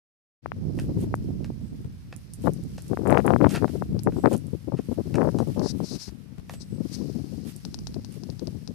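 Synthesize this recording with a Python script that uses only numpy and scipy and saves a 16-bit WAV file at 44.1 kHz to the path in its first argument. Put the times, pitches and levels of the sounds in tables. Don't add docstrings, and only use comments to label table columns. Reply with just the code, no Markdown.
import sys
import numpy as np
from scipy import signal
from scipy.fft import rfft, irfft, next_fast_len
from scipy.io import wavfile
from scipy.ndimage import uniform_filter1d, map_coordinates

SR = 44100
rng = np.random.default_rng(int(sys.argv[2]) if len(sys.argv) > 2 else 0)


def pcm_store(signal):
    levels = np.round(np.clip(np.atleast_2d(signal), -1, 1) * 32767)
    wavfile.write(sys.argv[1], SR, levels.astype(np.int16).T)


N = 385434
T = np.arange(N) / SR
REFERENCE_DB = -35

# t/s, sleeve level/dB, grip level/dB
HOLD_FRICTION = [(.44, -71.5, -69.5), (.8, -61, -60.5), (2.05, -66, -68.5), (2.55, -61, -59.5),
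                 (3.1, -53.5, -61), (3.75, -54, -57), (3.93, -62.5, -67), (4.15, -54, -60), (4.6, -62, -67),
                 (5.35, -55.5, -55.5), (6.06, -55, -64), (6.16, -65, -71), (6.45, -66.5, -68),
                 (6.76, -58.5, -64), (6.92, -54.5, -51.5), (7.3, -59, -57), (8.73, -61.5, -62)]
# f/Hz, gain/dB
PORT_CAVITY = [(300, -21), (1500, -26), (3200, -26.5), (4100, -8), (5150, -4), (6000, -8), (7000, -16.5),
               (10000, -21.5), (15000, -40)]
# f/Hz, bandwidth/Hz, gain/dB
SHOE_MODES = [(520, 160, 5.5), (850, 285, 3.5), (1370, 186, 3.5), (1780, 280, 1), (2615, 280, 1),
              (4500, 1400, -9), (6200, 3700, -17)]
# f/Hz, gain/dB
GRIT_SPECTRUM = [(200, -19), (1000, -12), (2500, 7), (6000, 11), (10000, 8), (15000, -11)]


def amp(db):
    return 10 ** (np.asarray(db) / 20)


def unit(x):
    return x / np.sqrt(np.mean(x ** 2) + 1e-20)


def decay(t, t60):
    return amp(-60 * t / t60)


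def curves(rows):
    times, *columns = np.transpose(rows)
    return [np.interp(T, times, column) for column in columns]


def wobble(rate):
    return map_coordinates(rng.standard_normal(int(N * rate / SR) + 4), [T * rate])


def swell(s, sigma):
    return np.exp(-np.minimum(((T - s) / sigma) ** 2, 100) / 2)


def filtered(x, response):
    size = x.shape[-1]
    padded = next_fast_len(size + 8192)
    return irfft(rfft(x, padded) * response(np.fft.rfftfreq(padded, 1 / SR)), padded)[..., :size]


def coloured(x, points):
    f, db = np.transpose(points)
    return filtered(x, lambda hz: amp(np.interp(np.log(hz + 1), np.log(f), db)))


def resonate(x, modes):
    return filtered(x, lambda f: sum(
        (-1) ** k * amp(db) * 1j * f * width / (hz * hz - f * f + 1j * f * width)
        for k, (hz, width, db) in enumerate(modes)))


def bass_cut(x, hz):
    return signal.sosfilt(signal.butter(3, hz, "high", fs=SR, output="sos"), x)


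def add(track, s, sound):
    span = track[..., max(round(s * SR), 0):][..., :sound.shape[-1]]
    span += sound[..., :span.shape[-1]]


def grains(rate, spread_db):
    return unit(rng.standard_normal(N) * amp(spread_db * wobble(rate)))


def outdoors(x, wet_db, t60):
    t = np.arange(SR // 3) / SR
    tail = rng.standard_normal((2, len(t))) * decay(t, t60) * (1 - np.exp(-t / .0055))
    tail /= np.linalg.norm(tail, axis=1, keepdims=True)
    return x * amp([[.5], [-.5]]) + amp(wet_db) * signal.fftconvolve(x[None], tail, axes=1)[:, :N]


def air_in_trees():
    # f/Hz, gain/dB
    spectrum = [(30, -4), (150, 10.5), (400, 10), (1000, 4.5), (2500, 2), (6000, -6), (10500, -73.5),
                (15000, -66)]
    return amp(-63.5) * unit(coloured(rng.standard_normal((2, N)), spectrum))


def bird():
    # t/s, length/s, start f/Hz, end f/Hz, level before the path to the ports/dB
    calls = [(1.59, .15, 7500, 8250, -68), (1.8, .09, 8400, 8500, -70), (4.13, .18, 7500, 8150, -57),
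             (6.51, .16, 7650, 8150, -56), (6.68, .14, 7900, 8100, -59)]
    out = np.zeros(N)
    for s, length, start_hz, end_hz, db in calls:
        progress = np.clip((T - s) / length, 0, 1)
        hz = start_hz + (end_hz - start_hz) * np.sin(np.pi / 2 * progress) + 110 * wobble(500)
        out += amp(db) * np.sin(np.pi * progress) * np.sin(2 * np.pi * np.cumsum(hz) / SR)
    return outdoors(out, wet_db=-2, t60=.12) * amp([[-7], [-2]])


def sleeve(unsteady_db=1.5, brush_sigma_s=.022):
    # middle t/s, level/dB
    brushes = [(.81, -53.5), (1.02, -52), (2.455, -51), (3.53, -42.5), (4.33, -48), (4.929, -58.5),
               (6.53, -52.5), (6.94, -55.5), (7.49, -48.5), (8.15, -59.5)]
    # t/s, peak level/dB
    snaps = [(1.006, -34), (1.014, -32), (1.154, -30), (2.164, -27), (2.3369, -21), (2.421, -32),
             (2.536, -23), (2.6377, -32.5), (2.8217, -31), (2.8815, -26.5), (3.076, -23), (3.1053, -21),
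             (3.2657, -16.5), (4.0351, -22.5), (4.331, -19), (4.3665, -25.5), (4.3785, -27), (4.4691, -34),
             (5.4762, -36), (7.5638, -25), (8.1248, -33)]
    # f/Hz, gain/dB
    cloth_spectrum = [(200, -18), (1000, 3), (3000, 7), (6500, 2.5), (9500, 5.5), (12000, 4.5),
                      (15000, -1.5)]
    snap_spectrum = [(1000, -54), (5000, -2), (7500, 10), (9600, 15.5), (12000, 5.5), (15000, -6)]
    level = amp(curves(HOLD_FRICTION)[0] + unsteady_db * wobble(14))
    level += sum(amp(db) * swell(s, brush_sigma_s) for s, db in brushes)
    slips = np.array([grains(1200, spread_db=3.5) for _ in range(2)])
    rustle = level * amp([[-5], [0]]) * unit(coloured(slips, cloth_spectrum))
    t = np.arange(SR // 10) / SR
    envelope = decay(t, .0035) + .1 * decay(t, .11)
    for s, db in snaps:
        snap = coloured(rng.standard_normal((2, len(t))) * envelope, snap_spectrum)
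        add(rustle, s - .0005, amp(db) * amp([[-11], [0]]) * snap / np.abs(snap).max())
    return rustle


def grip():
    # t/s, level of the cavity pulse/dB
    ticks = [(3.992, -24), (5.595, -24), (7.651, -18.5), (7.7437, -16), (7.789, -27), (7.8704, -16.5),
             (7.9429, -25.5), (8.0472, -24), (8.2357, -27.5), (8.301, -27.5), (8.3945, -25.5),
             (8.4718, -23.5), (8.676, -23)]
    rub = amp(curves(HOLD_FRICTION)[1]) * unit(coloured(grains(2500, spread_db=3.5), PORT_CAVITY))
    out = np.array([rub, amp(-49) * rub])
    t = np.arange(SR // 20) / SR
    pulse = np.exp(-((t - .0004) / .00025) ** 2)
    case_modes = [(850, 1), (1450, .36), (2600, .36)]  # f/Hz, relative amplitude
    case = decay(t, .0062) * sum(gain * np.sin(2 * np.pi * hz * t) for hz, gain in case_modes)
    for s, db in ticks:
        cavity = pulse * np.sin(2 * np.pi * 5000 * t * (1 + rng.normal(0, .013)))
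        chatter = .16 * unit(coloured(rng.standard_normal(len(t)), PORT_CAVITY)) * decay(t, .033)
        left = cavity + chatter + .14 * case
        right = .014 * cavity + .18 * case
        add(out, s, amp(db) * np.array([left, right]))
    return out


def finger_strokes(fade_s=.024):
    # t/s, length/s, level in the middle/dB, rise from start to end/dB
    strokes = [(5.623, 0.09, -37.5, 12.5), (5.837, 0.13, -39.5, 4.5), (5.986, .05, -38, 9.5),
               (6.039, 0.057, -43.5, -4), (6.608, 0.026, -42.5, -7), (6.918, 0.037, -38, 13),
               (6.957, 0.042, -52.5, 4)]
    level = np.zeros(N)
    for s, length, db, rise_db in strokes:
        contact = np.clip(np.minimum(T - s, s + length - T) / fade_s + .5, 0, 1)
        progress = np.clip((T - s) / length, 0, 1)
        level += contact * amp(db + rise_db * (progress - .5))
    hiss = level * unit(coloured(rng.standard_normal(N), PORT_CAVITY))
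    return np.array([hiss, amp(-26) * hiss])


def scuffs():
    # middle t/s, sigma/s, level/dB, shoe's share of the power (0-1)
    drags = [(0.799, 0.00089, -32.5, 0.65), (3.511, 0.011, -41, 0.6), (3.552, 0.00077, -29.5, 0.99),
             (3.56, 0.014, -33, 0.93), (4.334, 0.011, -42.5, 0.2), (4.78, 0.011, -56, 0.85),
             (5.157, 0.0022, -31.5, 0.37)]
    shoe = unit(resonate(grains(1500, spread_db=2.5), SHOE_MODES))
    grit = unit(coloured(grains(900, spread_db=9.5), GRIT_SPECTRUM))
    out = np.zeros(N)
    for s, sigma, db, share in drags:
        out += amp(db) * swell(s, sigma) * (share ** .5 * shoe + (1 - share) ** .5 * grit)
    return out


def steps(sole_delay_s=.0105, sole_db=-12.5, contact_t60=.012):
    # t/s, peak level of the knock/dB, grit relative to the knock/dB
    footfalls = [(0.7884, -30, -16), (1.444, -35.5, -6), (2.126, -31, -13), (2.78, -33, -3.5),
                 (3.181, -28.5, -5), (3.431, -39.5, -2), (3.679, -30, -16), (4.121, -38, -20),
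                 (4.788, -38.5, -12.5), (5.142, -30, -4.5), (5.386, -40.5, 13), (5.953, -41, 3),
                 (6.087, -45, 3), (6.495, -30, -1.5), (6.537, -35.5, -1)]
    out, t = np.zeros(N), np.arange(SR // 5) / SR
    sole = (t > sole_delay_s) * amp(sole_db) * decay(np.abs(t - sole_delay_s), contact_t60)
    contacts = decay(t, contact_t60) + sole
    for s, db, grit_db in footfalls:
        blow, crunch, sizes = rng.standard_normal((3, len(t)))
        knock = resonate(blow * (contacts + .12 * decay(t, .054)), SHOE_MODES)
        grit = coloured(crunch * amp(15.6 * sizes) * (contacts + .87 * decay(t, .07)), GRIT_SPECTRUM)
        add(out, s, amp(db) * (knock / np.abs(knock).max() + amp(grit_db) * grit / np.abs(grit).max()))
    return out


def eddy(s, db, hz):
    t = np.arange(-128, 512) / SR
    phase = 2 * np.pi * hz * t
    push = np.exp(-(phase / .8) ** 2 / 2)
    rebound = .5 * np.exp(-((phase - 2) / 1.6) ** 2 / 2)
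    return s + t[0], amp(db) * (push - rebound)


def buffet(corner_hz, lump_db, sharpen, cut_hz):
    lumps_db = lump_db * (.8 * wobble(150) + .6 * wobble(45))
    pattern_hz = 800
    pattern = filtered(rng.standard_normal(N),
                       lambda f: (np.hypot(1, f / pattern_hz) * (1 + (f / pattern_hz) ** 6)) ** -.5)
    place = np.cumsum(corner_hz * amp(sharpen * lumps_db)) / pattern_hz
    pressure = bass_cut(map_coordinates(pattern, [place], mode="wrap") * amp(lumps_db), cut_hz)
    power = uniform_filter1d(uniform_filter1d(pressure ** 2, size=1100), size=700)
    return pressure / np.sqrt(np.abs(power) + 1e-12)


def pops():
    # t/s, level of the push/dB, centre f/Hz
    bursts = [(0.46, -10, 815), (0.519, -11, 1100), (1.1414, -4, 815), (1.5033, -18, 370),
              (2.471, -10, 755), (2.4745, -1.5, 625), (2.4803, -4, 610), (2.9336, -10, 584),
              (2.9732, -10.5, 860.2), (3.143, -8, 754), (3.1263, 6, 529.1), (3.1746, 2.5, 1110),
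              (3.279, -2, 1040), (3.3057, 2.5, 640.3), (3.337, -5, 971), (3.3623, -1.5, 716),
              (3.4134, -9, 982), (3.4435, 1, 620), (3.4469, 1, 860), (3.468, 1.5, 540), (3.6447, -2, 666),
              (3.8229, -8, 646), (4.0728, -3, 768.5), (4.2407, -9, 652), (4.259, 3, 895.5),
              (5.1839, -7.5, 731), (5.218, -7, 876.5), (5.3465, -20, 520.3), (5.388, -11.5, 505),
              (5.403, -6, 520), (5.8035, -11.5, 448.5)]
    out = np.zeros(N)
    for s, db, hz in bursts:
        add(out, *eddy(s, db, hz))
    return np.array([out, amp(-64) * out])


def puffs(attack_s=.003007, release_s=.0053, sputter_gap_s=.0045, strong_db=-17, top_eddy_hz=1160):
    # t/s, length/s, level/dB
    separations = [(0.966, .012, -23), (1.036, .01, -24), (1.848, 0.0092, -28), (2.44, 0.025, -18.5),
                   (2.47, 0.029, -20.5), (2.899, .04, -22), (2.989, 0.059, -25), (3.056, 0.15, -16),
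                   (3.247, .1, -17.5), (3.403, 0.071, -14.5), (3.616, 0.044, -18), (3.733, 0.029, -25),
                   (4.063, 0.031, -16), (4.16, .03, -20), (4.238, 0.043, -13.5), (4.312, 0.051, -19),
                   (4.53, .025, -24.5), (4.674, 0.026, -26), (4.722, .026, -18.5), (4.791, .012, -20.5),
                   (4.887, .012, -22), (4.912, 0.01608, -21), (4.976, .037, -22.5), (5.055, .023, -29),
                   (5.144, .033, -19), (5.178, .117, -18.5), (5.343, 0.029, -19.5), (5.384, 0.048, -21.5),
                   (5.471, 0.032, -23.5), (5.56, .11, -23), (5.803, 0.046, -27), (5.909, 0.058, -30),
                   (6.078, .012, -31), (6.379, 0.019, -34), (6.803, .012, -24.5), (6.847, 0.013, -24.5),
                   (7.158, 0.0096, -25), (7.956, 0.016, -27), (7.978, .02, -28), (8.289, .02, -29.5),
                   (8.469, 0.013, -27.5)]
    level, sputter, t = np.zeros(N), np.zeros(N), np.arange(SR // 4) / SR
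    nominal_hz = 238.7
    corner_hz = np.full(N, nominal_hz)
    for s, length, db in separations:
        hz = (nominal_hz + 1300 * length) * amp(.13 * (db - REFERENCE_DB))
        corner_hz[round(s * SR):] = hz
        envelope = np.clip(t / attack_s, 0, 1) * np.exp(-np.maximum(t - length, 0) / release_s)
        add(level, s - attack_s / 2, amp(db) * envelope)
        gaps, sizes, pitches = rng.standard_normal((3, 48))
        delays = np.cumsum(sputter_gap_s * amp(4 * gaps))
        for delay, size, pitch in zip(delays[delays < length], sizes, pitches):
            eddy_hz = min(hz * amp(3.2 * pitch + size + .83 * (db - strong_db)), top_eddy_hz)
            add(sputter, *eddy(s + delay - attack_s, db + 2.5 + 3 * size, eddy_hz))
    turbulence = level * buffet(corner_hz, lump_db=3, sharpen=.4, cut_hz=108)
    out = bass_cut(turbulence + sputter, hz=56.6)
    return np.array([out, amp(-42.5) * out])


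def wind(flutter_db=3, flutter_per_s=30):
    # t/s, level/dB
    left_gusts = [(.44, -43), (.86, -29), (.99, -25), (1.12, -33), (1.36, -31), (1.5, -40), (2.13, -41),
                  (2.25, -51), (2.48, -29), (2.72, -38), (2.88, -35), (3.06, -24), (3.5, -19), (3.62, -28),
                  (4.3, -27), (4.6, -38), (4.76, -33), (4.92, -42), (5.12, -29), (5.76, -27), (6.02, -51),
                  (6.14, -37), (6.33, -44.5), (6.84, -29.5), (7.4, -30.5), (7.58, -39), (8.14, -37),
                  (8.56, -29), (8.73, -39)]
    right_gusts = [(.46, -50), (.64, -26.5), (1.38, -29), (2.21, -43), (2.549, -35), (3.349, -46),
                   (3.651, -44), (3.88, -33), (4.28, -37), (4.52, -50), (5.249, -42), (5.7, -44),
                   (6.2, -64), (6.52, -42), (6.78, -43), (6.9, -54), (7.52, -58), (7.78, -37), (7.99, -35),
                   (8.13, -56.5), (8.73, -50)]
    left_db = curves(left_gusts)[0] + flutter_db * wobble(flutter_per_s)
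    right_db = curves(right_gusts)[0] + flutter_db * wobble(flutter_per_s)
    windward_db = left_db - right_db
    left_hz = 186.84 * amp(.13 * (left_db - REFERENCE_DB) + .055 * windward_db)
    right_hz = 190.3 * amp(.18 * (right_db - REFERENCE_DB))
    left = amp(left_db) * buffet(left_hz, lump_db=4, sharpen=.27, cut_hz=94)
    right = amp(right_db) * buffet(right_hz, lump_db=2.5, sharpen=.35, cut_hz=61.6)
    return np.array([left, right])


def scene():
    shoes = outdoors(steps() + scuffs(), wet_db=-8, t60=.12)
    airflow = wind() + puffs() + pops()
    handling = sleeve() + grip() + finger_strokes()
    return airflow + shoes + handling + bird() + air_in_trees()


def record(dry):
    open_s, fade_s, ceiling, top_hz = .4195, .028, .98, 14650
    opened = dry * np.clip((T - open_s) / fade_s, 0, 1)
    rounded = opened / (1 + (opened / ceiling) ** 6) ** (1 / 6)
    return filtered(rounded, lambda hz: hz < top_hz)


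dry = scene()
out = record(dry)
pcm_store(out)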